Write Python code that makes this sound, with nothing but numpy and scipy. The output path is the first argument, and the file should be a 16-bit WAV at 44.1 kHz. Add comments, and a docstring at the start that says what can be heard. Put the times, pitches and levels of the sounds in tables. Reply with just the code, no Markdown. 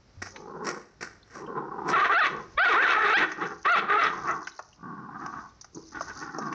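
"""Two young dogs wrestling on gravel

Slack vocal folds flap in low, rattling growls that swell into snarls. Shrill yelps crack and
break up into rough screams. The dogs snort, kick stones and rustle the weeds beside a wall
that reflects their sound. A few metres away, a phone's limiter flattens the loudest cries."""
import sys
import numpy as np
from scipy import signal
from scipy.fft import rfft, irfft, next_fast_len
from scipy.io import wavfile
from scipy.ndimage import uniform_filter1d, map_coordinates

SR = 44100
rng = np.random.default_rng(int(sys.argv[2]) if len(sys.argv) > 2 else 0)


def put_to_file(sound):
    """Save the sound as 16-bit audio at rate SR, in the file named by the first command-line argument."""
    columns = np.atleast_2d(sound).T  # one column per channel
    safe = np.clip(columns, -1, 1)
    whole_steps = np.round(safe * 32767)
    wavfile.write(sys.argv[1], SR, whole_steps.astype(np.int16))


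N = 288394
CONTROL_STEP = 40  # samples between the values of a slow control curve


def amp(db):
    return 10 ** (np.asarray(db) / 20)


def unit(x):
    """x scaled to an average (rms) level of 1."""
    return x / np.sqrt(np.mean(x ** 2) + 1e-20)


def power(x, seconds):
    """Running average of x squared."""
    return np.abs(uniform_filter1d(x ** 2, max(int(seconds * SR), 2))) + 1e-14


def steady(x):
    """Hold the level near 1 but keep the fast flutter."""
    return x / np.sqrt(uniform_filter1d(power(x, 0.093), SR // 50))


def along(points, hz):
    """Read between (frequency, value) points on a log axis."""
    freqs, values = np.transpose(points)
    return np.interp(np.log(hz + 1), np.log(freqs + 1), values)


def clock():
    """The times of the slow controls, in seconds."""
    return np.arange(0, N + CONTROL_STEP, CONTROL_STEP) / SR


def per_sample(control):
    """Fill in a slow control to one value per sample."""
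    return np.interp(np.arange(N) / SR, clock(), control)


def wobble(rate):
    """A smooth curve through `rate` random values a second."""
    return per_sample(map_coordinates(rng.standard_normal(int(N * rate / SR) + 4), [clock() * rate]))


def envelope(start, attack, length, t60):
    """In dB: climb 31 during the attack, hold at 0, then fade. A t60 is the time to fade by 60 dB."""
    age = clock() - start
    return np.maximum(31 * np.minimum(age / attack - 1, 0) - 60 * np.maximum(age - length, 0) / t60, -200)


def filtered(x, response):
    """Scale each frequency in x by response(hz)."""
    size = next_fast_len(N + SR // 4)
    return irfft(rfft(x, size) * response(np.fft.rfftfreq(size, 1 / SR)), size)[:N]


def coloured(x, spectrum):
    """Shape the tone of x with a table, at level 1."""
    return unit(filtered(x, lambda hz: amp(along(spectrum, hz))))


def band(x, low_hz, high_hz):
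    """Keep what lies between two frequencies, at level 1."""
    return unit(filtered(x, lambda hz: (1 + (low_hz / (hz + 1)) ** 20 + (hz / high_hz) ** 20) ** -.5))


def add(track, start, sound):
    """Mix a short sound in at `start` seconds."""
    part = track[max(round(start * SR), 0):][:len(sound)]
    part += sound[:len(part)]


# Tone of the outdoor air: (frequency [Hz], relative level [dB])
AIR_TONE = [(15, -47), (35, -4), (70, 1), (350, -12.5), (1890, -21.5), (3300, -29.5), (5530, -22),
            (7350, -37.5), (9560, -84.5)]
# Bumps on the phone: (time [s], level [dB], pitch [Hz])
HAND_BUMPS = [(0.173, -41, 94), (2.551, -43, 59.2)]

def background():
    """Faint outdoor air, and soft thumps of a hand on the phone."""
    air = amp(-60 + 4 * wobble(4.926)) * coloured(rng.standard_normal(N), AIR_TONE)
    t = np.arange(SR // 5) / SR
    for start, db, hz in HAND_BUMPS:
        add(air, start, amp(db - 60 * t / 0.58) * np.sin(2 * np.pi * hz * t))
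    return air


# How long the yard echoes: (frequency [Hz], time to fade by 60 dB [s])
YARD_FADE = [(200, 0.7), (1500, 0.44), (7000, 0.35)]

def yard_echo(x):
    """Wall and ground scatter the sound into a short tail."""
    hz, t, noise = signal.stft(rng.standard_normal(SR // 2), SR, nperseg=256)
    tail = signal.istft(noise * amp(-60 * t / along(YARD_FADE, hz)[:, None]), SR, nperseg=256)[1]
    return signal.fftconvolve(x, np.pad(tail / np.linalg.norm(tail), (SR // 200, 0)))[:N]


def with_wall(x, delay_s=.00266, share=.35):
    """The wall returns the sound almost at once, boosting evenly spaced frequencies."""
    echo = np.pad(x, (round(delay_s * SR), 0))[:N]
    return (x + share * echo) / np.hypot(1, share)


# Tone of leaves and scrapes: (frequency [Hz], relative level [dB])
RUSTLE_TONE = [(1500, -38), (3300, -25.5), (4600, -5), (6200, 1.5), (6900, -12.5), (7700, -42.5),
               (10000, -31), (11500, -64)]
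# Paws in the weeds: (start [s], length [s], level [dB])
PAW_SCUFFLES = [(0.21, 0.052, -49.5), (1.882, 0.51, -61), (2.68, 0.99, -60), (4.01, 0.56, -56),
                (5.162, 0.26, -63.5), (5.709, 0.1892, -57), (5.93, 0.51, -53)]
# Loud pebble clicks: (time [s], level [dB], pitch [Hz])
PEBBLE_CLICKS = [(0.361, -28.5, 4030), (1.229, -36, 3930), (1.465, -33, 2910), (2.904, -15.5, 5977),
                 (3.177, -19, 5600), (3.719, -22, 6246), (4.035, -13, 5507), (4.309, -23.5, 6168),
                 (4.729, -39, 2976), (5.747, -21.5, 6243), (6.385, -21, 6160)]
# Faint clicks of grit: (lowest pitch [Hz], highest pitch [Hz])
GRIT_PITCHES = [3810, 6300]

def rustle(grit_per_s=60, click_t60=0.034):
    """Leaves crackle under the paws and pebbles click together: a few loudly, many faintly."""
    crackle = rng.standard_normal(N) * amp(4.5 * wobble(400) + 3.5 * wobble(38))
    scuffles = [amp(db + envelope(start, 0.028, length, t60=0.75)) for start, length, db in PAW_SCUFFLES]
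    paws = per_sample(np.max(scuffles, axis=0))
    ground = amp(-0.5) * paws * coloured(crackle, RUSTLE_TONE)
    grit = []
    for when, size, pitch in rng.random((grit_per_s * N // SR, 3)):
        db = 20 * np.log10(paws[int(when * N)]) + 7 + 16 * size ** 3  # follows the paws
        grit.append((when * N / SR, db, np.interp(pitch, [0, 1], GRIT_PITCHES)))
    t = np.arange(SR // 25) / SR
    for start, db, hz in PEBBLE_CLICKS + grit:
        tones_hz = hz * (1 + 0.1 * rng.uniform(-1.2, 1, size=(8, 1)))
        ring = np.sin(2 * np.pi * tones_hz * t).mean(axis=0)
        add(ground, start, amp(db - 60 * t / click_t60) * (1 - np.exp(-t / 0.0021)) * ring)
    return ground


# Kicks: (time [s], relative level [dB], knock pitch [Hz], scrape adjustment [dB])
STONE_KICKS = [(0.36, -24.5, 1880, -31), (3.317, -18, 1520, -30), (4.471, -17.5, 1629, -29.5),
               (4.591, -15, 956, -39), (5.261, -19, 1200, -33.5), (5.611, -48, 1347, 1.5),
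               (5.644, -34, 1305, -20), (6.008, -14.5, 969.6, -33.5), (6.384, -14, 758.4, -36),
               (6.424, -28, 1163, -39), (6.526, -22.5, 1710, -31)]

def stones():
    """A kicked stone gives a short dull knock and a bright scrape."""
    knocks, scrapes = np.zeros(N), np.zeros(N)
    t = np.arange(SR // 8) / SR
    for start, db, hz, scrape_db in STONE_KICKS:
        blow = amp(db - 60 * t / 0.037) * (1 - np.exp(-t / 0.0007))
        body = signal.butter(3, [hz * 0.56, hz * 1.356], "band", fs=SR)
        add(knocks, start, amp(-8) * blow * unit(signal.lfilter(*body, rng.standard_normal(len(t)))))
        add(scrapes, start, amp(scrape_db + 10.5) * blow)
    return knocks + scrapes * coloured(rng.standard_normal(N), RUSTLE_TONE)


# Tone of the nose: (frequency [Hz], relative level [dB])
NOSE_TONE = [(88, -54), (170, -8), (1080, -13.5), (1330, -4.5), (1870, -7.5), (3360, -32), (5660, -14),
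             (7350, -29), (11000, -63)]
# Snorts: (time of the peak [s], level [dB], rise [s], time to fade by 60 dB [s])
NOSE_BLASTS = [(0.22, -30.5, 0.0011, 0.07), (0.262, -40.5, 0.01, 0.118), (0.657, -35.5, 0.0082, 0.5),
               (0.686, -33.5, 0.013, 0.13), (1.01, -37, 0.0009, 0.36), (1.026, -30.5, 0.003, 0.071),
               (1.361, -43.5, 0.034, 0.29), (1.893, -29, 0.0099, 0.16)]

def snorts():
    """Fluttering blasts of air through the nose."""
    t = clock()
    blasts = sum(amp(db - 60 * np.maximum(t - peak, 0) / t60) * np.exp(np.minimum(t - peak, 0) / rise)
                 for peak, db, rise, t60 in NOSE_BLASTS)
    flutter = rng.standard_normal(N) * amp(4 * wobble(300))
    return per_sample(blasts) * steady(coloured(flutter, NOSE_TONE))


def flaps(rate_hz, jitter=.42, wander=.22, scatter_db=2.5):
    """Slack vocal folds snap shut in an uneven beat: the sample and size of each flap."""
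    cycles = np.cumsum(rate_hz * np.exp(jitter * wobble(130) + wander * wobble(14))) / SR
    at = np.flatnonzero(np.diff(np.floor(cycles)))
    scatter = scatter_db * rng.standard_normal(N)[:len(at)].clip(-2, 2)
    return at, amp(scatter + 1.2 * wobble(45)[at] + wobble(16)[at])


def ringing(at, sizes, tones, centre_hz, stray):
    """Each flap makes the chest or mouth ring briefly, a little off pitch."""
    t = np.arange(SR // 40) / SR
    rings = 0
    for multiple, width, db in tones:
        hz = multiple * centre_hz[at] * np.exp(stray * rng.standard_normal(len(at)))
        decay = np.pi * width * t
        shape = amp(db) * np.sqrt(width * decay) * np.exp(-decay)
        rings = rings + shape * np.sin(2 * np.pi * hz[:, None] * t)
    samples = at[:, None] + np.arange(len(t))
    return steady(np.bincount(samples.ravel(), (sizes[:, None] * rings).ravel(), N)[:N])


# Growls: (start [s], swell [s], fade [s], peak level [dB], depth of the swell [dB],
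# chest adjustment [dB], chest pitch [Hz], mouth pitch [Hz])
GROWL_SWELLS = [(0.34, 0.36, 0.075, -36.5, 14.5, 1.5, 377, 1038),
                (1.35, 0.17, 0.0798, -40, 5, 2, 365, 1042), (1.552, 0.022, 0.11, -32, 4.5, -2, 348, 1080),
                (1.68, 0.24, 0.085, -27.5, 13.5, -4.5, 324, 1050),
                (2.3, 0.029, 0.099, -36, 4, 0.5, 338, 1104), (3.17, 0.06, 0.028, -24, 5.5, -6.5, 311, 1535),
                (3.38, 0.057, 0.089, -30.5, 7, -3.5, 318, 1408),
                (3.76, 0.026, 0.097, -28.5, 4.5, -5, 324, 1327),
                (4.04, 0.035, 0.17, -31.5, 3.5, -7, 316, 1243),
                (4.25, 0.047, 0.12, -30, 5, -7.5, 280.5, 1189),
                (4.8, 0.066, 0.34, -42, 9.5, 6.5, 163, 1146), (5.083, 0.16, 0.07, -39, 8, -2, 196, 1243),
                (5.28, 0.099, 0.079, -37.5, 6, -5.5, 194, 1277),
                (5.758, 0.014, 0.018, -45.5, 8.5, 11.5, 290.5, 1140),
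                (5.931, 0.03, 0.1, -39.5, 6, -3, 236, 1504), (6.08, 0.024, 0.027, -37, 7.5, -9, 270, 1460),
                (6.169, 0.052, 0.16, -38.5, 4.5, -3.5, 234, 1397),
                (6.349, 0.12, 0.22, -35.5, 6, 1, 219, 1197)]

def growl_controls(attack_s=.04, fade_db=9, jaw_octaves_per_db=.01):
    """Each growl swells and fades; the loudest has the most say over chest and mouth."""
    total, posture = 0, 0
    for start, swell, fade, db, depth_db, chest_db, chest_hz, mouth_hz in GROWL_SWELLS:
        push_db = np.interp(clock() - start, [0, swell, swell + fade], [-depth_db, 0, -fade_db])
        edges_db = envelope(start - attack_s, attack_s, attack_s + swell + fade, t60=.22)
        weight = amp(db + push_db + edges_db) ** 2
        jaw = 2 ** (jaw_octaves_per_db * push_db)  # the mouth rings higher with effort
        total = total + weight
        posture = posture + np.array([weight * chest_db, weight * chest_hz, weight * mouth_hz * jaw])
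    return [per_sample(curve) for curve in (10 * np.log10(total), *(posture / total))]


# Ringing tones of chest and mouth: (multiple of its pitch, width [Hz], relative level [dB])
CHEST_RINGS = [(0.582, 86.6, 1.5), (1.166, 100, 3.5)]
MOUTH_RINGS = [(0.617, 67, 1.5), (0.821, 110, 2), (1.002, 65, 6), (1.278, 140, 0)]
# Tone of the throat, also used by the cries: (frequency [Hz], relative level [dB])
THROAT_TONE = [(120, -31.5), (250, -21), (385, -15.5), (550, -15), (880, -13.5), (1330, -5.5), (1950, -6),
               (2150, -12.5), (2600, -16), (2900, -22.5), (3700, -22), (4700, -37.5), (6300, -40.5),
               (7900, -63), (11000, -65.5)]

def growls(flap_hz=160):
    """A rattle through chest and mouth; with effort it quickens and turns to a hissing snarl."""
    level_db, chest_db, chest_hz, mouth_hz = growl_controls()
    effort = amp(level_db + 32)
    at, sizes = flaps(flap_hz * np.maximum(effort, .1) ** .25)
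    drift = 2 ** (.07 * wobble(22))
    chest = band(ringing(at, sizes ** 0.72, CHEST_RINGS, chest_hz * drift, stray=0.14), 140, 620)
    mouth = band(ringing(at, sizes, MOUTH_RINGS, mouth_hz * drift, stray=.05), 792, 1900)
    # air hisses past the teeth, more so the wider the jaws
    hiss = steady(coloured(rng.standard_normal(N) * np.sqrt(power(mouth, 0.022)), THROAT_TONE))
    teeth = amp(-11.5) * effort * (mouth_hz / 1280) ** 8
    return amp(level_db + 1.1 * wobble(25)) * (amp(-1) * mouth + amp(chest_db - 2) * chest + teeth * hiss)


def harmonics(levels_db, squeal_hz, rough, squeal_number):
    """Evenly spaced tones; roughness makes them flutter and weakens all but the squeal."""
    phase = 2 * np.pi * np.cumsum(squeal_hz) / SR
    voice = 0
    for number, db in enumerate(levels_db, 1):
        ratio = number / squeal_number
        loss_db = 7 * np.sqrt(rough) * (number != squeal_number)
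        flutter_db = 6.5 * np.sqrt(rough) * wobble(110)
        strength = amp(db + along(THROAT_TONE, ratio * squeal_hz) - loss_db + flutter_db)
        slip = .8 * ratio ** 2 * rough * wobble(130) + (ratio / 2.1) ** 4 * wobble(260)
        voice = voice + strength * np.sin(ratio * phase + slip)
    return steady(voice)


# Cries: (start [s], attack [s], length [s], relative level [dB], treble boost at the start [dB])
YELPS = [(1.875, 0.066, 0.19, -13, -2.5), (2.095, 0.0012, 0.17, -13, 0), (2.572, 0.0091, 0.23, -10.5, 3),
         (2.732, 0.0036, 0.24, -6.5, 0), (2.938, 0.0031, 0.16, -12, -1.5), (3.097, 0.0021, 0.087, -12.5, 8),
         (3.646, 0.0096, 0.14, -12, 1), (3.87, 0.035, 0.2, -12, -3.5), (4.26, 0.02, 0.061, -22, -16.5)]
# Path of the squeal: (time [s], pitch [Hz], roughness [0-1])
SQUEAL_PATH = [(1.9, 1151, 0.69), (1.952, 1368, 0.38), (1.965, 1100, 0.48), (2.025, 1192, 0.51),
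               (2.07, 1042, .85), (2.095, 1005, 0.46), (2.13, 1348, .5), (2.16, 1366, 0.04),
               (2.178, 1522, 0.01), (2.195, 1824, 0), (2.215, 1288, 0.07), (2.245, 1131, 0.59),
               (2.285, 1170, 0.91), (2.572, 1076, .1), (2.595, 1326, 0.1), (2.641, 1667, 0.04),
               (2.648, 1479, 0.42), (2.69, 1431, 0.35), (2.745, 1012, .65), (2.78, 1348, 0.28),
               (2.812, 1657, 0.29), (2.835, 1683, 0.76), (2.865, 1420, 0.46), (2.925, 1281, 0.9),
               (2.96, 1304, 0.42), (3.035, 1333, 0.4), (3.075, 1191, 0.83), (3.11, 1302, 0.22),
               (3.135, 1315, 0.27), (3.143, 1533, 0), (3.163, 1640, 0), (3.19, 2094, 0.88),
               (3.648, 1027, 0.72), (3.695, 1367, 0.24), (3.722, 1454, 0), (3.745, 1305, 0.06),
               (3.757, 1081, .55), (3.775, 1400, 0.5), (3.89, 1130, 0.54), (3.945, 1227, 0.42),
               (4.0, 1378, 0.18), (4.02, 1220, 0.67), (4.07, 1323, 0.54), (4.1, 1300, 1), (4.28, 1230, 0.7),
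               (4.315, 1340, 0.2)]
# Cracks from the high voice down to the low voice: (start [s], end [s])
VOICE_DROPS = [(1.965, 2.13), (2.695, 2.82), (2.86, 3.132), (3.9, 3.98)]

def cry_controls(sag_db_per_s=14, shrill_db_per_s=32, crack_s=0.0021):
    """Each cry weakens as it goes, and grows shriller as the jaws widen."""
    t, strength, shrill_db = clock(), 0, 0
    for start, attack, length, db, boost_db in YELPS:
        age = t - start
        shrill_db = np.where(age < 0, shrill_db, boost_db + shrill_db_per_s * np.minimum(age, length))
        cry_db = db - sag_db_per_s * np.maximum(age, 0) + envelope(start, attack, length, t60=0.1)
        strength = np.maximum(strength, amp(cry_db))
    times, pitches, roughness = np.transpose(sorted(SQUEAL_PATH))
    squeal_hz = np.interp(t, times, pitches)
    rough = np.clip(np.interp(t, times, roughness), 0, .99)
    dropped = sum(np.interp(t, [start - crack_s, start, end, end + crack_s], [0, 1, 1, 0])
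                  for start, end in VOICE_DROPS)
    low_share = np.clip(np.maximum(dropped, rough / 2), 0, 1)
    return [per_sample(curve) for curve in (strength, squeal_hz, rough, low_share, shrill_db)]


# Harmonics 1 to 6 of the high and the low voice: (relative level [dB])
HIGH_VOICE = [-2.5, 0.5, -6.5, -4.5, -10, -2.5]
LOW_VOICE = [-0.5, -1, 2, -2.5, -5.5, -9.5]

def cries(shrill_hz=2380):
    """A piercing squeal over a voice at a half or a third of its pitch, breaking up into rasp."""
    strength, squeal_hz, rough, low_share, shrill_db = cry_controls()
    waver = .011 * wobble(300) + .042 * rough * wobble(150) + .04 * np.sqrt(rough) * wobble(55)
    squeal_hz = squeal_hz * (1 + waver)
    high = harmonics(HIGH_VOICE, squeal_hz, rough, squeal_number=2)
    low = harmonics(LOW_VOICE, squeal_hz, rough, squeal_number=3)
    # chaotic flaps let the air out in puffs at a third of the squeal's pitch
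    puffs = (1 + .6 * np.cos(2 * np.pi / 3 * np.cumsum(squeal_hz) / SR)) * amp(2.5 * wobble(330))
    rasp = steady(coloured(puffs * rng.standard_normal(N), THROAT_TONE))
    tone = steady((1 - low_share) * high + low_share * low)
    voice = steady(np.sqrt(1 - rough) * tone + rough ** .9 * amp(-3) * rasp)
    treble = filtered(voice, lambda hz: 1 - 1 / (1 + (hz / shrill_hz) ** 10))
    return (voice + (amp(shrill_db) - 1) * treble) * amp(-2.5) * strength


def scene():
    """The dogs by the wall, the yard's echo and the air, in one channel."""
    fight = with_wall(growls() + cries() + snorts() + stones()) + rustle()
    return (fight + amp(-13) * yard_echo(fight) + background())[None]


def record(dry):
    """The phone's limiter turns loud sounds down and lets go slowly; the highest treble is cut."""
    limit_db, release_s, top_hz = -21, 0.044, 11500
    needed_gain = np.minimum(1, amp(limit_db) / np.sqrt(power(dry[0], 0.0056)))
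    memory = np.exp(-1 / (release_s * SR))
    slow_gain = np.exp(signal.lfilter([1 - memory], [1, -memory], np.log(needed_gain)))
    limited = dry[0] * uniform_filter1d(np.minimum(needed_gain, slow_gain), SR // 200)
    return filtered(limited, lambda hz: hz < top_hz)[None]


dry = scene()
out = record(dry)
put_to_file(out)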